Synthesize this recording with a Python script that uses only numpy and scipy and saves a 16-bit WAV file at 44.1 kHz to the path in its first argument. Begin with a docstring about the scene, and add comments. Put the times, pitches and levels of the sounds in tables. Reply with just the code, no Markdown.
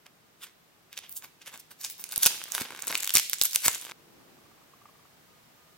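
"""A crisp plastic wrapper is peeled off a lollipop by two hands, close to a stereo microphone in a small room.
Pulls and kneading are bursts of tiny random buckles ringing through the film; creases snap as single flips, air
pockets knock as damped resonances, and brief low thumps of a damped pulse and low noise lie under some snaps.
The wrapper sound is cut off at 3.922 s, leaving coloured noise for hiss and a soft handling rustle, faint hum,
hollow ticks from noise through damped modes, and a thin sine tone that comes and goes twice."""
import sys
import numpy as np
from scipy import signal
from scipy.fft import rfft, irfft, next_fast_len
from scipy.io import wavfile

SR = 44100
rng = np.random.default_rng(int(sys.argv[2]) if len(sys.argv) > 2 else 0)


def log_audio(samples):
    """Write samples as a 16-bit WAV file to the path given in sys.argv[1]."""
    # one column per channel
    frames = np.atleast_2d(samples).T
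    # limit to full scale, then quantise
    limited = np.clip(frames, -1, 1)
    pcm = np.round(limited * 32767).astype(np.int16)
    wavfile.write(sys.argv[1], SR, pcm)


N = 254456
TIME = np.arange(N) / SR
CUT_S = 3.922  # the wrapper sound is cut off here
EDGE_HZ = 16150  # upper band limit

# background hiss colour before the cut, and after it: (frequency [Hz], relative level [dB])
HISS_COLOUR_EARLY = [(20, -15), (45, -12), (90, -2), (170, 1), (350, -4), (700, -3), (1400, -4.5),
                     (2800, -8.5), (5600, -12), (10000, -16), (16000, -16)]
HISS_COLOUR_LATE = [(20, -18), (45, -8), (90, -1), (170, 3), (350, -2), (700, -1.5), (1400, -4), (2800, -7),
                    (5600, -10.5), (10000, -14.5), (16000, -12.5)]
# steady hum and whine: (frequency [Hz], width of one resonance stage [Hz], level [dB])
HUM_LINES = [(156.2, 23, -79), (1209, 53, -87), (13800, 186, -79.5)]
# left-right correlation of the background: (frequency [Hz], likeness [0-1])
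STEREO_LIKENESS = [(60, .45), (300, 0.4), (1400, 0), (3000, 0)]
# colour of the soft handling rustle: (frequency [Hz], relative level [dB])
HANDLING_COLOUR = [(40, -21.5), (150, -3), (350, 3.5), (600, -5.5), (2000, -15), (12000, -28)]
# handling rustle over time: (time [s], level [dB])
HANDLING_LEVEL = [(3.9, -71), (4.0, -64), (4.2, -60), (4.5, -64), (4.75, -73), (5.1, -72.5), (5.7, -75.5)]
# faint hollow ticks: (time [s], level before the common tick gain [dB])
TICK_EVENTS = [(4.452, -57), (4.512, -59), (4.575, -60.5), (4.611, -60), (4.735, -55.5), (4.812, -58),
               (4.854, -52.5), (4.887, -59), (4.95, -61.5), (4.99, -63.5), (5.052, -61)]
# modes the ticks ring with: (frequency [Hz], Q of one resonance stage, relative level [dB])
TICK_RING = [(850, 4.1, -7.5), (1163, 8.5, 2), (2290, 3, -17.5)]
# faint thin tones: (start [s], end [s], frequency [Hz], level [dB])
THIN_TONES = [(5.27, 5.39, 1227, -73), (5.559, 5.773, 1225, -72.5)]
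# decay of the room tail: (frequency [Hz], time to fall 60 dB [s])
ROOM_DECAY = [(200, 4.5), (1000, 0), (3500, 0.85), (7000, 0.44), (15000, 0.57)]
# colour and strength of the room tail: (frequency [Hz], gain [dB])
ROOM_COLOUR = [(100, -19.5), (500, -17), (950, -18.5), (1800, -9.5), (3500, -9), (6000, -11.5),
               (9000, -13.5), (15000, -20)]
# level sent into the room over time, weak early and stronger from about 2.1 s: (time [s], gain [dB])
ROOM_SEND = [(0, -10), (2.1, 6), (2.22, 1.5), (3.9, 0.5)]
# low thumps under some of the snaps: (time [s], level before left-right gain [dB], decay of the noise [s])
LOW_THUMPS = [(2.1778, -36.5, 0.0024), (2.2621, -37, 0.0034), (2.616, -64, 0.0045), (3.1535, -35, 0.0056),
              (3.1657, -42, 0.0032), (3.1709, -43.5, .003), (3.4139, -46, 0.0018), (3.5624, -51, 0.0014),
              (3.664, -36, 0.0037), (3.681, -31, .006)]
# colour of the noise in a thump: (frequency [Hz], relative level [dB])
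THUMP_NOISE_COLOUR = [(20, -0.5), (60, 5), (170, -2), (350, -5), (900, -13.5), (3000, -39)]
# overall colour of all film sounds: (frequency [Hz], gain [dB])
FILM_COLOUR = [(100, 1.5), (400, -1.5), (800, 2), (1500, 3), (2100, 0), (3300, 0.5), (4200, -1),
               (6400, 0.5), (8500, 0), (10500, -.5), (12500, 1.5), (16000, 0)]
# pockets of the wrapper that cave in: (time [s], level before film colour [dB], pitch [Hz])
POCKETS = [(2.262, -35.5, 900), (2.613, -34.5, 238), (2.729, -46.5, 432), (2.901, -39.5, 444),
           (2.926, -41, 755), (3.414, -44, 604), (3.56, -44, 915), (3.681, -31, 910)]
# fingers working the wrapper loose between pulls:
# (time [s], crackle of taut film [dB], crumpling of slack film [dB]), levels before film colour
KNEADING_LEVELS = [(1.985, -63, -56), (2.07, -56, -63.5), (2.15, -41, -57), (2.33, -53.5, -47.5),
                   (2.48, -52.5, -56.5), (2.61, -37, -42), (2.67, -62.5, -49.5), (2.75, -53, -46),
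                   (2.82, -49.5, -52), (2.91, -42, -41), (3.0, -39.5, -50.5), (3.12, -36.5, -60),
                   (3.26, -43, -68), (3.6, -46, -76.5), (3.71, -39, -46), (3.8, -47, -59.5),
                   (3.86, -46.5, -47), (3.92, -50, -48.5)]
# the loudest creases that snap:
# (event time before the fixed delay [s], level before snap gain [dB], film pitch [Hz], left over right [dB])
CREASES = [(0.064, -34, 3040, -2), (0.928, -28.5, 4290, -0.5), (0.975, -20, 4290, -4.5),
           (0.988, -23, 3290, -6), (1.093, -26.5, 12800, -1), (1.124, -25.5, 12700, -4),
           (1.222, -33.5, 2200, -6), (1.418, -37, 3940, -2.5), (1.46, -35, 3030, -10),
           (1.538, -35, 2250, -4), (1.575, -31, 9630, 0.0), (1.812, -26.5, 9350, -6),
           (1.846, -17, 4210, -1.5), (1.863, -26.5, 3020, -2.0), (1.899, -23.5, 6580, 1),
           (1.979, -35, 13600, 1), (2.039, -17.5, 7040, -3.5), (2.09, -27.5, 6640, 1),
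           (2.121, -18.5, 8200, -3), (2.159, -10, 9450, -2), (2.177, -7, 12900, -4),
           (2.23, -6.5, 8760, -5.5), (2.231, -10, 9440, -4), (2.243, -9.5, 8830, -5),
           (2.253, -6.5, 5090, 3), (2.26, 2.5, 8890, -6), (2.266, -5, 12200, -5.5),
           (2.415, -23.5, 1560, -1.0), (2.438, -19, 8210, -0.5), (2.519, -13.5, 8400, -6),
           (2.549, -10.5, 3050, -3.5), (2.579, -14.5, 1770, -2), (2.617, -20, 1920, -8),
           (2.761, -29.5, 4380, 1.5), (2.79, -25.5, 2110, -3.5), (2.821, -16.5, 8220, -4.0),
           (2.84, -27, 1880, -2), (2.869, -14, 9070, 3), (2.925, -14, 2330, -2.5), (2.952, -6, 3590, 0.5),
           (2.977, -16, 11900, -1.5), (3.031, -14, 5870, -2.5), (3.044, -13, 8460, -0.5),
           (3.074, -9.5, 6460, -1.5), (3.093, -11.5, 5620, -2.5), (3.104, -12.5, 3360, 0),
           (3.138, -7.5, 12000, -4.5), (3.141, -7, 8780, 0.5), (3.152, 2, 6170, -4),
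           (3.163, -4, 6510, -0.5), (3.169, 0.5, 6260, 0), (3.181, -4, 7040, 2), (3.189, -11.5, 3580, -1.0),
           (3.196, -9, 3690, -4.5), (3.296, -12, 9090, -1), (3.331, -7, 5570, -1.5),
           (3.338, -14.5, 5780, -3), (3.413, 0, 5910, -1.5), (3.421, -6.5, 6040, -0.5),
           (3.435, -5.5, 13000, -3), (3.509, -22.5, 6290, -5.5), (3.522, -24, 6570, -3),
           (3.531, -15, 6150, -2), (3.547, -10, 12400, -8), (3.558, -0.5, 7300, 0.5),
           (3.661, -5.5, 12300, 1.5), (3.68, 1, 6770, 0), (3.746, -18, 6650, -8), (3.812, -23, 8320, -5)]
# separate pulls on the film:
# (time of the peak [s], length [s], level before rustle gain [dB], film pitch [Hz], sharpness [Q])
FILM_PULLS = [(0.063, .035, -52.5, 1300, .8), (0.432, 0.081, -41, 3260, 0.53),
              (0.47, 0.096, -55, 2000, 1.8), (0.933, 0.05, -47, 3160, 1.2), (0.977, 0.047, -38, 3170, 0.99),
              (1.039, .09, -47, 2420, 2.7), (1.119, 0.12, -44, 15000, 3.7),
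              (1.169, 0.048, -32.5, 12600, 1.6), (1.241, 0.066, -44.5, 1600, 0.21),
              (1.418, 0.045, -50.5, 3000, 0.76), (1.475, 0.057, -40, 2830, 0.37),
              (1.542, 0.082, -44.5, 1700, .3), (1.599, 0.028, -43, 10000, 0.51),
              (1.714, 0.046, -46, 2220, 0.14), (1.814, 0.08, -42.5, 7500, 0.24),
              (1.848, .07, -33, 5000, .9), (1.908, 0.071, -41, 14500, 3), (2.004, 0.055, -38.5, 15010, 1.1),
              (2.127, 0.037, -36, 4400, 0.17), (2.233, .045, -17, 9000, .4),
              (2.266, 0.033, -12.5, 5000, 0.57), (2.548, 0.11, -33, 4000, 0.31),
              (2.609, 0.041, -31.5, 9000, 0.24), (2.88, 0.037, -31, 7100, 1.2),
              (2.899, 0.031, -33, 2400, 0.36), (2.947, 0.061, -34, 2400, .4),
              (3.158, 0.052, -18, 6100, 0.55), (3.177, .07, -32.5, 3586, 2), (3.417, 0.031, -35, 7370, 1),
              (3.453, 0.047, -23, 13000, 0.3), (3.557, 0.089, -33, 6200, 0.69),
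              (3.655, 0.09, -22, 8950, 0.26), (3.685, 0.025, -29.5, 2940, .3),
              (3.742, 0.073, -43.5, 3000, 0.63)]


def amp(db):
    """Decibels to gain."""
    return 10 ** (np.asarray(db) / 20)


def stereo_gain(left_db, right_db):
    """Gains of the left and right capsule, as a column."""
    return amp(np.array([[left_db], [right_db]]))


def unit(x):
    """Scales to an rms of one."""
    return x / np.sqrt(np.mean(abs(x) ** 2) + 1e-20)


def freqs(size):
    """Frequencies of a real spectrum, kept off zero."""
    return np.maximum(np.fft.rfftfreq(size, 1 / SR), 1)


def read(points, hz):
    """Reads a table on a log-frequency axis."""
    f, value = np.transpose(points)
    return np.interp(np.log(hz), np.log(f), value)


def over_time(points):
    """Gain at every sample from a table of (time [s], level [dB])."""
    return amp(np.interp(TIME, *np.transpose(points)))


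def colour(x, points):
    """Filters by a table of (frequency [Hz], gain [dB])."""
    size = next_fast_len(x.shape[-1])
    gain = amp(read(points, freqs(size)))
    return irfft(rfft(x, size) * gain, size)[..., :x.shape[-1]]


def add(mix, s, sound):
    """Mixes a stereo sound in at time s, trimmed to the length of the mix."""
    start = round(s * SR)
    sound = sound[:, max(-start, 0):]
    part = mix[:, max(start, 0):][:, :sound.shape[1]]
    part += sound[:, :part.shape[1]]


def resonance(f, hz, q):
    """Response of one damped mode, peaking at hz."""
    return 1 / (1 + 1j * max(q, .1) * (f / hz - hz / f))


def air(points):
    """Stereo noise of a given colour, partly alike in the bass and unrelated in the treble."""
    left, other = rfft(rng.standard_normal((2, N)))
    same = np.clip(read(STEREO_LIKENESS, freqs(N)), 0, 1)
    right = same * left + np.sqrt(1 - same ** 2) * other
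    return unit(colour(irfft([left, right], N), points))


def background(before, early_db=-62.5, late_db=-59.0):
    """Hiss that changes colour and level at the cut, steady hum, and a soft rub of hands."""
    early = before * amp(early_db) * air(HISS_COLOUR_EARLY)
    late = (1 - before) * amp(late_db) * air(HISS_COLOUR_LATE)
    f = freqs(N)
    lines = sum(amp(db) * unit(resonance(f, hz, hz / width) ** 2) for hz, width, db in HUM_LINES)
    hum = irfft(rfft(rng.standard_normal(N)) * lines, N)
    handling = air(HANDLING_COLOUR) * over_time(HANDLING_LEVEL)
    return early + late + hum + handling


def thin_tones():
    """A faint sine comes and goes, the same at both capsules."""
    out = np.zeros((2, N))
    for start, end, hz, db in THIN_TONES:
        t = np.arange(0, end - start, 1 / SR)
        tone = unit(np.sin(2 * np.pi * hz * t) * signal.windows.tukey(len(t), .3))
        add(out, start, np.ones((2, 1)) * amp(db) * tone)
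    return out


def ticks(swell_s=0.0037, gain_db=2.5, size=4096):
    """Short swells of noise ring a few damped modes, giving soft hollow ticks."""
    out, t, f = np.zeros((2, N)), np.arange(size) / SR, freqs(size)
    ring = sum(amp(db) * resonance(f, hz, q) ** 2 for hz, q, db in TICK_RING)
    swell = t / swell_s * np.exp(1 - t / swell_s)
    # fainter ones fall at random, 14 a second
    first_s, last_s, per_s, faint_db = 4.1, 4.5, 14, -69
    fainter = [(s, faint_db) for s in rng.uniform(first_s, last_s, round(per_s * (last_s - first_s)))]
    for s, db in TICK_EVENTS + fainter:
        # one touch shared by both capsules, plus a part of its own in each
        touch = rng.standard_normal(size) + .5 * rng.standard_normal((2, size))
        add(out, s, unit(irfft(rfft(touch) * ring)) * amp(db + gain_db) * swell)
    return out


def room(x, early_db=-12.0, early_s=0.0032):
    """Quick reflections off the hands and table, then a diffuse tail unrelated in the two channels."""
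    hz, t, z = signal.stft(rng.standard_normal((2, SR)), SR, nperseg=256)
    hz = np.maximum(hz, 1)
    # each band of noise fades at its own rate
    decay = amp(-60 * t / read(ROOM_DECAY, hz)[:, None]) * (t > .008)
    decay /= np.linalg.norm(decay, axis=1, keepdims=True)
    tail = signal.istft(z * decay, SR, nperseg=256)[1][:, :SR]
    tail = colour(tail / np.linalg.norm(tail[0]), ROOM_COLOUR)
    t = TIME[:SR]
    early = rng.standard_normal((2, SR)) * np.exp(-t / early_s) * (t > .0008)
    early *= amp(early_db) / np.linalg.norm(early[0])
    return signal.fftconvolve(x, tail + early, axes=1)[:, :N]


def thumps(noise_share=0.41, pulse_s=0.0004, size=4096):
    """A brief low pulse and a short burst of low noise under some of the snaps, stronger on the right."""
    out, t = np.zeros((2, N)), np.arange(size) / SR
    pulse = t / pulse_s * np.exp(-t / pulse_s) * np.cos(2 * np.pi * 90 * t)
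    for s, db, decay in LOW_THUMPS:
        envelope = np.exp(-t / decay) * (1 - np.exp(-t / .0005))
        burst = colour(rng.standard_normal(size), THUMP_NOISE_COLOUR) * envelope
        thump = unit(unit(pulse) + noise_share * unit(burst))
        thump *= np.sqrt(decay * SR / 2 / size)  # energy grows with the decay time
        add(out, s, thump * amp(db) * stereo_gain(-3., 2.5))
    return out


def ports(f, lead_s=3e-5, wander_s=1.3e-5):
    """Sound mostly reaches the left capsule slightly earlier, by an amount that varies with the spot."""
    delay = lead_s + wander_s * rng.standard_normal()
    return np.exp(-2j * np.pi * f * delay * np.array([[0], [1]]))


def knocks(q=1.2, decay_s=.005, size=2048):
    """A short shudder of collapsing film rings the air pocket inside the wrapper."""
    out, t, f = np.zeros((2, N)), np.arange(size) / SR, freqs(size)
    for s, db, hz in POCKETS:
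        shudder = rng.standard_normal(size) * np.exp(-t / decay_s)
        knock = unit(irfft(rfft(shudder) * resonance(f, hz, q) * ports(f)))
        add(out, s, knock * amp(db) * np.sqrt(decay_s * SR / size))
    return out


def film(f, hz, q, body_db, body_hz=500, body_q=0.28):
    """A stiff facet of film rings high, over the low hollow of the crumpled wrapper."""
    return unit(resonance(f, hz, q) + amp(body_db) * resonance(f, body_hz, body_q))


def facet(f, low_hz=2000, high_hz=15000, q=5.5, strength=1.56):
    """Every spot of crumpled film has a ringing mode of its own, at a random pitch."""
    hz = low_hz * (high_hz / low_hz) ** rng.random()
    return 1 + strength * resonance(f, hz, q)


def crease(scatter, ring_s, size=256):
    """One sharp flip, followed by high flutter through the sheet that differs at each capsule."""
    flutter = np.diff(rng.standard_normal((2, size + 1))) + .5 * rng.standard_normal(size)
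    flutter *= np.exp(-np.arange(size) / SR / ring_s)
    flutter[:, :3] = 0  # the flutter starts just after the flip
    flutter *= scatter / np.linalg.norm(flutter[0])
    flutter[:, 0] = 1  # the flip
    return flutter


def snaps(gain_db=-8.5, q=1.0, delay_s=.0012, scatter=1.0, ring_s=0.00072, bend_s=.00016, size=1024):
    """Large creases flip over one at a time, each ringing its own facet, after one fixed delay."""
    out, f = np.zeros((2, N)), freqs(size)
    for s, db, hz, pan_db in CREASES:
        # a snap that comes with a thump has more hollow body
        has_thump = min(abs(s - thump[0]) for thump in LOW_THUMPS) < .005
        body_db = -13.5 if has_thump else -30
        # bending waves are dispersive: the treble arrives a little before the lows
        bend = np.exp(-4j * np.pi * bend_s * rng.uniform(.5, 2.104) * np.sqrt(f * hz))
        ring = film(f, hz, q, body_db) * facet(f) * (f < EDGE_HZ)
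        snap = irfft(rfft(crease(scatter, ring_s), size) * ring * ports(f) * bend)
        snap = unit(snap) * np.sqrt(SR / 1000 / size)  # the energy of 1 ms at unit rms
        add(out, s + delay_s, snap * amp(db + gain_db) * stereo_gain(pan_db / 2, -pan_db / 2))
    return out


def crackle(ring, per_s, spread_db, pops_per_s, pop_db, scatter=0.65, count=3):
    """Tiny buckles and a few larger pops at several spots on a film with the response ring."""
    size, sound = 2 * (len(ring) - 1), 0
    f = freqs(size)
    for spot in range(count):
        sizes_db = spread_db * np.minimum(rng.exponential(1, size), 4)
        buckles = (rng.random(size) < per_s / SR) * amp(sizes_db)
        popping = rng.random(size) < pops_per_s / count / SR
        pops = popping * amp(pop_db) * rng.uniform(0.56, 2.55, size)
        clicks = (buckles + pops) * rng.choice([-1, 1], size)  # film flips either way
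        sound = sound + rfft(clicks) * facet(f) * ports(f) * rfft(crease(scatter, 0.00076), size)
    return unit(irfft(sound * ring * (f < EDGE_HZ)))


def kneading(taut_hz=7000, slack_hz=1200, slack_body_db=-1., slack_body_hz=400, left_db=-0.5, size=8192):
    """Steady crackle under the fingers, passing from one patch of film to the next."""
    taut, slack, f = np.zeros((2, N)), np.zeros((2, N)), freqs(size)
    s, taut_db, slack_db = np.transpose(KNEADING_LEVELS)
    fade = np.sin(np.pi * np.arange(size) / size)
    taut_ring = film(f, taut_hz, q=0.55, body_db=-28)
    slack_ring = film(f, slack_hz, q=0.55, body_db=slack_body_db, body_hz=slack_body_hz, body_q=2.3)
    hop_s = size / 2 / SR  # patches overlap by half
    for start in np.arange(s[0] - hop_s, s[-1], hop_s):
        add(taut, start, fade * crackle(taut_ring, per_s=800, spread_db=3.5, pops_per_s=75, pop_db=23.))
        add(slack, start, fade * crackle(slack_ring, per_s=1100, spread_db=1.5, pops_per_s=70, pop_db=18.5))
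    taut *= amp(np.interp(TIME, s, taut_db))
    slack *= amp(np.interp(TIME, s, slack_db))
    return (taut + slack) * (TIME > s[0]) * stereo_gain(left_db, -left_db)


def rustle(left_db=-0.47, gain_db=0.88, rise_share=0.38, drop_db=23, size=12288):
    """Each pull sets off a swell of crackle, the hollower the slacker the film."""
    out, f = np.zeros((2, N)), freqs(size)
    t = (np.arange(size) - size // 3) / SR  # zero at the peak of the pull
    for s, length, db, hz, q in FILM_PULLS:
        # slack film rings low and hollow, taut film high and thin: -9 dB of body per octave
        body_db = -5.5 - 9 * np.log2(hz / 1500)
        sound = crackle(film(f, hz, q, body_db), per_s=3000, spread_db=4.0, pops_per_s=90, pop_db=16.5)
        # every pull falls by drop_db to either end of its length, and on beyond
        away = np.maximum(-t / rise_share, t / (1 - rise_share)) / length
        add(out, s + t[0], sound * amp(db - drop_db * away))
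    return out * amp(gain_db) * stereo_gain(left_db, -left_db)


def scene():
    """The close wrapper in its room, up to the cut, over the quiet background."""
    before = np.clip((CUT_S - TIME) / 0.0015, 0, 1)
    quiet = background(before) + ticks() + thin_tones()
    wrapper = colour(rustle() + kneading() + snaps() + knocks(), FILM_COLOUR)
    echo = room(wrapper * over_time(ROOM_SEND))
    return before * (wrapper + echo + thumps()) + quiet


def record(dry):
    """Band-limits the microphone signal, clips peaks beyond full scale, then band-limits again."""
    lowpass = signal.firwin(255, EDGE_HZ, window=("kaiser", 8), fs=SR)[None]
    loud = np.clip(signal.oaconvolve(dry, lowpass, "same"), -1, 1)
    return signal.oaconvolve(loud, lowpass, "same")


dry = scene()
out = record(dry)
log_audio(out)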